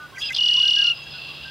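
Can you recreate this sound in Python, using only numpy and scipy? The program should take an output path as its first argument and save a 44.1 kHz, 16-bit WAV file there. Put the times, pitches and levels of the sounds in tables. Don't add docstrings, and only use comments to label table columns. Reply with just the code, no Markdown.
import sys
import numpy as np
from scipy import signal
from scipy.fft import rfft, irfft
from scipy.io import wavfile

SR = 44100
rng = np.random.default_rng(int(sys.argv[2]) if len(sys.argv) > 2 else 0)


def unload_audio(sound):
    columns = np.transpose(np.atleast_2d(sound))
    steps = np.round(np.clip(columns, -1, 1) * 32767)
    wavfile.write(sys.argv[1], SR, steps.astype(np.int16))


N = 66150
T = np.arange(N) / SR


def undb(db):
    return 10 ** (np.asarray(db) / 20)

def curve(rows, t, col=1):
    rows = np.array(rows, float)
    return np.interp(t, rows[:, 0], rows[:, col])

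def fade(t, length, attack, release):
    rise = np.sin(np.pi / 2 * np.clip(t / attack, 0, 1)) ** 2
    return rise * np.sin(np.pi / 2 * np.clip((length - t) / release, 0, 1)) ** 2

def gate(rows):
    return fade(T - rows[0][0], rows[-1][0] - rows[0][0], .003, .0023)

def pan(db):
    return undb(np.array([[db], [-db]]) / 2)

def colour(x, points):
    hz, db = np.array(points, float).T
    gain_db = np.interp(np.log(np.fft.rfftfreq(N, 1 / SR) + 1), np.log(hz), db)
    return irfft(rfft(x) * undb(gain_db), N)

def noise(points):
    x = colour(rng.standard_normal(N), points)
    return x / x.std()

def walk(rate_hz):
    x = irfft(rfft(rng.standard_normal(N)) / (1 + (np.fft.rfftfreq(N, 1 / SR) / rate_hz) ** 2), N)
    return x / x.std()

def tone(hz, partials=((1, 0),)):
    phase = 2 * np.pi * (np.cumsum(hz) / SR + rng.random())
    return np.sqrt(2) * sum(undb(db) * np.sin(k * phase) for k, db in partials)

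def scatter(x, t60_s, width):
    mid, side = rng.standard_normal((2, N)) * undb(-60 * T / t60_s) * (T > .001)
    tail = (mid + width * side * np.array([[1], [-1]])) / np.sqrt(np.sum(mid ** 2))
    return signal.fftconvolve(x[None], tail, axes=1)[:, :N]


# frequency_hz, gain_db
AIR_SPECTRUM = [(25, -21), (45, -12), (68, 1), (100, 0), (140, 1), (180, -3), (350, -7), (700, -6),
                (1200, -7), (1900, -11), (4000, -16), (7000, -24), (11000, -27), (15500, -29)]
# frequency_hz, side_minus_mid_db
AIR_WIDTH = [(30, -6), (150, -8), (600, -10), (2000, -12), (7000, -6), (13000, -1)]
RUMBLE_PAN_DB = -6.5

def outdoor_air(level_db=-48, rumble_edge_hz=280):
    air = noise(AIR_SPECTRUM) + colour(noise(AIR_SPECTRUM), AIR_WIDTH) * np.array([[1], [-1]])
    rumble = signal.sosfilt(signal.butter(1, rumble_edge_hz, fs=SR, output="sos"), air)
    return (air + rumble * (pan(RUMBLE_PAN_DB) - 1)) * undb(level_db + .5 * walk(4))

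# time_s, level_db
HUM_LEVEL = [(0, -61.5), (.6, -61.5), (.9, -57), (1.1, -52.5), (1.35, -53), (1.5, -57.5)]

def traffic_hum(pitch_hz=146):
    hum = tone(pitch_hz * (1 + .015 * walk(6)))
    return hum * undb(curve(HUM_LEVEL, T) + 1.5 * walk(12)) * pan(RUMBLE_PAN_DB)

# time_s, level_db
CHORUS_LEVEL = [(0, -53), (.15, -56), (.6, -38.5), (.95, -44.5), (1.15, -42), (1.5, -40)]
# frequency_hz, gain_db
CHORUS_SPECTRUM = [(1450, -36), (1630, -11), (1750, -35), (2300, -20), (2720, 0), (3080, -8.5), (3300, -1),
                   (3600, -14), (3800, -4), (4050, -13), (4300, -9), (4620, -22), (4900, -3), (5200, -20),
                   (7000, -58)]

def chorus():
    return noise(CHORUS_SPECTRUM) * undb(curve(CHORUS_LEVEL, T) + 1.2 * walk(30))

# start_s, length_s, start_hz, end_hz, level_db
FAR_CALLS = [(-.02, 0.097, 1500, 1465, -41), (-.02, .09, 1220, 1205, -46.5),
             (0.119, 0.031, 1090, 1040, -44.5), (.18, .045, 1210, 1220, -53.5),
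             (.49, .035, 1900, 1850, -48), (.562, .047, 1022, 1092, -43.5), (.625, .075, 1550, 1595, -43),
             (.76, .08, 1620, 1620, -36.5), (.82, .115, 1425, 1385, -44.5), (.98, .025, 1100, 1120, -49),
             (1.025, .03, 6550, 6480, -55), (1.058, 0.026, 1590, 1656, -45.5),
             (1.133, .05, 1475, 1490, -48), (1.28, .07, 1170, 1120, -53), (1.445, .08, 1570, 1595, -41)]

def far_calls():
    calls = np.zeros(N)
    for start, length, start_hz, end_hz, db in FAR_CALLS:
        hz = np.interp(T, [start, start + length], [start_hz, end_hz]) * (1 + .005 * walk(80))
        calls += tone(hz) * undb(db) * fade(T - start, length, .012, .018)
    return calls + undb(-13) * scatter(calls, t60_s=.5, width=.2)

# time_s, pitch_hz, harmonic1_db, harmonic2_db, harmonic3_db
UPPER_VOICE = [(.135, 1480, -54, -65, -78), (.15, 1590, -43.5, -50.5, -63), (.168, 1540, -54, -62, -64),
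               (.176, 1560, -35.5, -65, -59), (.2, 1600, -54, -54, -34.5), (.21, 1650, -58, -33.5, -45.5),
               (.218, 1670, -49.5, -42, -46), (.225, 1689, -55, -24.5, -40), (.234, 1685, -54, -26, -38),
               (.245, 1655, -49, -38.5, -34), (.26, 1645, -48, -43.5, -27), (.281, 1652, -54, -50, -29),
               (.288, 1670, -53, -30.5, -47), (.3, 1600, -50, -44, -46), (.307, 1590, -32, -58.5, -50.5),
               (.32, 1610, -40, -65, -63), (.327, 1720, -61, -56, -59.5), (.335, 1740, -66.5, -30.5, -49.5),
               (.345, 1680, -64, -45.5, -40)]

def upper_syrinx():
    hz = curve(UPPER_VOICE, T) * (1 + .004 * walk(300))
    gain1, gain2, gain3 = (undb(curve(UPPER_VOICE, T, col)) for col in (2, 3, 4))
    first = tone(hz) * gain1
    second = tone(2 * hz * (1 + .012 * walk(400))) * gain2 * undb(2.5 * walk(200))
    third = tone(3 * hz) * gain3
    return (first + second + third) * gate(UPPER_VOICE)

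# time_s, level_db
RASP_LEVEL = [(.14, -74), (.19, -63), (.21, -51), (.218, -33.5), (.245, -35.5), (.262, -30), (.29, -37.5),
              (.305, -50), (.33, -52), (.345, -45.5), (.36, -31), (.378, -25.5), (.39, -47)]
# frequency_hz, gain_db
RASP_SPECTRUM = [(1800, -35), (2750, -2.5), (3100, 3.5), (3450, 0), (3800, -2.5), (4100, -3.5),
                 (4600, -17.5), (5000, -2), (5600, -20.5), (6500, -28), (8500, -36), (15000, -43.5)]

def rasp():
    return noise(RASP_SPECTRUM) * undb(curve(RASP_LEVEL, T) + 2 * walk(200)) * gate(RASP_LEVEL)

# time_s, pitch_hz, level_db
LOWER_VOICE = [(.148, 1878, -60), (.16, 2171, -49), (.169, 2480, -38.5), (.174, 2066, -37),
               (.181, 1968, -34.5), (.195, 1990, -47.5), (.208, 2496, -53), (.217, 2817, -28.5),
               (.225, 2788, -58), (.242, 2788, -25.5), (.258, 2830, -31), (.28, 2750, -40), (.3, 2530, -27),
               (.303, 2041, -33.5), (.312, 2054, -27), (.323, 2080, -28), (.326, 2660, -42),
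               (.338, 2880, -36), (.348, 2880, -43.5)]
# multiple, gain_db
LOWER_HARMONICS = [(1, -0.5), (2, -36.5), (3, -31.5)]

def lower_syrinx():
    voice = tone(curve(LOWER_VOICE, T) * (1 + .0089 * walk(400)), LOWER_HARMONICS)
    return voice * undb(curve(LOWER_VOICE, T, col=2) + 2.4 * walk(220)) * gate(LOWER_VOICE)

# start_s, length_s, level_db
HISS_BURSTS = [(.15, 0.031, -56), (.178, 0.054, -44.5), (.228, 0.068, -57), (.295, 0.019, -46.5),
               (.316, 0.022, -43)]
# frequency_hz, gain_db
HISS_SPECTRUM = [(4000, -30), (5500, 2), (6450, 1), (7600, -8), (9000, -16), (10200, -10.5), (11400, -9),
                 (12500, -21), (15500, -23)]

def beak_hiss(edge_s=.0077):
    bursts = sum(undb(db) * fade(T - start, length, edge_s, edge_s) for start, length, db in HISS_BURSTS)
    return noise(HISS_SPECTRUM) * bursts

# start_s, length_s, pitch_hz, level_db
REGISTER_ACCENTS = [(0.218, 0.005, 3420, -25), (0.306, .008, 2067, -34)]

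def accents(edge_s=.0017):
    return sum(tone(hz * (1 + .018 * walk(500))) * undb(db) * fade(T - start, length, edge_s, edge_s)
               for start, length, hz, db in REGISTER_ACCENTS)

# before_whistle_s, pitch_hz, gain_db
FLICK_SWEEP = [(.0095, 3343, -23.5), (.0072, 4300, -4.5), (.0056, 5300, -2.5), (0.0042, 6050, -21),
               (.003, 5500, -3), (.0019, 4500, 0), (.0006, 3500, 0), (-.002, 3150, -14)]
# frequency_hz, gain_db
BREATH_SPECTRUM = [(2000, -12), (3400, 9), (5000, 1.5), (6000, 1.5), (7000, -7.5), (9000, -5.5),
                   (10000, -15), (15000, -25.5)]
# frequency_hz, gain_db
TRACT_RESPONSE = [(2600, -6), (2950, -8.5), (3150, -10.5), (3330, -1), (3560, 4), (3720, -8), (3860, -26),
                  (4020, -3.5), (4270, 0), (4430, -6), (4540, -15), (4720, 0), (4930, 5.5), (5110, -12.5),
                  (5260, -2), (5600, -1), (6000, -6.5), (6600, -11.5)]

def flicks(rows, pitch_ratio=1, jitter_s=.0004, copy_delay_s=.0017, copy_db=-6):
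    sweeps, envelope = np.zeros((2, N))
    shape = FLICK_SWEEP[::-1]
    tail_s, head_s = shape[0][0], shape[-1][0]
    for (time, db), chance in zip(rows, rng.standard_normal((len(rows), 2, 4))):
        for (lag, drop), (late, sharp, loud, quick) in zip([(0, 0), (copy_delay_s, copy_db)], chance):
            before = (time + lag + jitter_s * late - T) * np.exp(.15 * quick)
            on = (before > tail_s) & (before < head_s)
            level = undb(db + drop + 1.2 * loud + curve(shape, before[on], col=2))
            level *= fade(head_s - before[on], head_s - tail_s, .001, .001)
            sweeps[on] += tone(curve(shape, before[on]) * pitch_ratio * (1 + .015 * sharp)) * level
            envelope[on] += level
    breath = undb(-8) * envelope * noise(BREATH_SPECTRUM)
    return colour(sweeps + breath, TRACT_RESPONSE)

# fraction_of_length, offset_hz
WHISTLE_ARCH = [(0, -10.5), (.38, 41), (.88, -45), (1, -37.5)]
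WHISTLE_LEAD_S = .003

def whistles(rows, centre_hz, partials, wobble):
    bend, level = np.zeros((2, N))
    for start, length, db in rows:
        age = T - start + WHISTLE_LEAD_S
        on = (age > 0) & (age < length)
        bend[on] = curve(WHISTLE_ARCH, age[on] / length)
        level[on] += undb(db) * fade(age[on], length, attack=.0061, release=.0056)
    return level * tone((centre_hz + bend) * (1 + wobble * walk(250)), partials)

# time_s, level_db
TRILL_LEAD = [(.3520, -17), (.3695, -18)]
# start_s, level_db
TRILL_SYLLABLES = [(.3855, -17), (.4098, -15.5), (.4362, -15.5), (.4615, -15.5), (.4875, -14), (.5130, -15),
                   (.5410, -15), (.5715, -15.3), (.6009, -14), (.6282, -14.5), (.6545, -15.5), (.6824, -14),
                   (.7100, -15.5), (.7365, -15.3), (.7635, -16), (.7892, -14.5), (.8178, -15),
                   (.8444, -14.5), (.8702, -14.5), (.8991, -16)]
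# time_s, pitch_hz
TRILL_CENTRE = [(.38, 2900), (.55, 2893), (.78, 2878), (.92, 2835)]
# multiple, gain_db
TRILL_PARTIALS = [(1, 0), (2, -30.5), (2.5, -47), (3, -46.5), (4, -57.5), (4.5, -54.5)]
# frequency_hz, gain_db
AIRY_SPECTRUM = [(1800, -5), (2400, 4), (5800, 3.5), (6500, -4.5), (7800, -9), (8550, 9), (9300, -16.5),
                 (11000, -17), (15000, -19)]
# multiple, gain_db
SUBHARMONIC_PARTIALS = [(.5, -19.5), (1.5, -1)]
# time_s, gain_db
SUBHARMONIC_GAIN = [(.38, -25.5), (.75, -24), (.88, -17.5), (.93, -28)]
# time_s, gain_db
BEAK_GAIN = [(.35, -2), (.72, -2), (.86, -3), (.92, -9.5)]

def trill(end_s=.925, gap_s=.005, airy_db=-35, flick_db=-7):
    ends = [start - gap_s for start, _ in TRILL_SYLLABLES[1:]] + [end_s]
    rows = [(start, end - start + WHISTLE_LEAD_S, db) for (start, db), end in zip(TRILL_SYLLABLES, ends)]
    centre_hz, beak = curve(TRILL_CENTRE, T), undb(curve(BEAK_GAIN, T))
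    whistle = whistles(rows, centre_hz, TRILL_PARTIALS, wobble=.00732)
    envelope = np.abs(signal.hilbert(whistle)) / np.sqrt(2)
    airy = undb(airy_db) * envelope * noise(AIRY_SPECTRUM)
    subharmonic = whistles(rows, centre_hz, SUBHARMONIC_PARTIALS, wobble=.0083)
    joins = flicks(TRILL_LEAD, pitch_ratio=.92)
    joins += flicks([(start, db + flick_db) for start, db in TRILL_SYLLABLES])
    return whistle + subharmonic * undb(curve(SUBHARMONIC_GAIN, T)) + (airy + joins) * beak

def closing_note(start_s=.922, length_s=.018, pitch_hz=2740., level_db=-29):
    return tone(np.full(N, pitch_hz)) * undb(level_db) * fade(T - start_s, length_s, .004, .005)

# start_s, length_s, pitch_hz, level_db
ANSWER_NOTES = [(.94, .06, 4990, -41.5), (.94, .19, 2740, -42.5), (.97, .15, 3300, -48),
                (1.075, .06, 5020, -41.5)]
# time_s, level_db
ANSWER_LEAD = [(1.118, -37), (1.133, -38), (1.147, -35.5), (1.163, -35.5)]
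# time_s, level_db
ANSWER_LEVEL = [(1.11, -38), (1.185, -32.5), (1.22, -33.5), (1.25, -31), (1.3, -35.5), (1.5, -41)]
# frequency_hz, gain_db
PATH_RESPONSE = [(2800, 0.5), (4000, -2), (5000, 1), (5500, -10.5), (7000, -19)]

def far_blackbird(trill_start_s=1.1185, period_s=.0326, whistle_s=.014, pitch_hz=2715):
    times = trill_start_s + period_s * np.arange(12)
    levels = curve(ANSWER_LEVEL, times)
    rows = [(start, whistle_s, db) for start, db in zip(times, levels)]
    song = whistles(rows, pitch_hz, [(1, 0)], wobble=.012)
    song += flicks(ANSWER_LEAD + list(zip(times + .004, levels - 1)), pitch_ratio=.85)
    for start, length, hz, db in ANSWER_NOTES:
        song += tone(hz * (1 + .012 * walk(120))) * undb(db) * fade(T - start, length, .01, .015)
    song = colour(song, PATH_RESPONSE)
    return undb(-3) * song + undb(-2) * scatter(song, t60_s=.6, width=.15)

def scene(ground_delay_s=.0076):
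    song = upper_syrinx() + lower_syrinx() + rasp() + beak_hiss() + accents() + trill() + closing_note()
    ground = undb(-14) * np.interp(T - ground_delay_s, T, song)
    reeds = undb(-16) * scatter(song, t60_s=.06, width=.56)
    marsh = undb(-26.5) * scatter(song, t60_s=.6, width=.3)
    near = (song + ground + reeds + marsh) * pan(-.2)
    far = (far_blackbird() + far_calls()) * pan(-.9)
    return near + far + outdoor_air() + traffic_hum() + chorus()

def record(dry, cutoff_hz=15700):
    return signal.sosfilt(signal.ellip(10, .1, 80, cutoff_hz, fs=SR, output="sos"), dry)


dry = scene()
out = record(dry)
unload_audio(out)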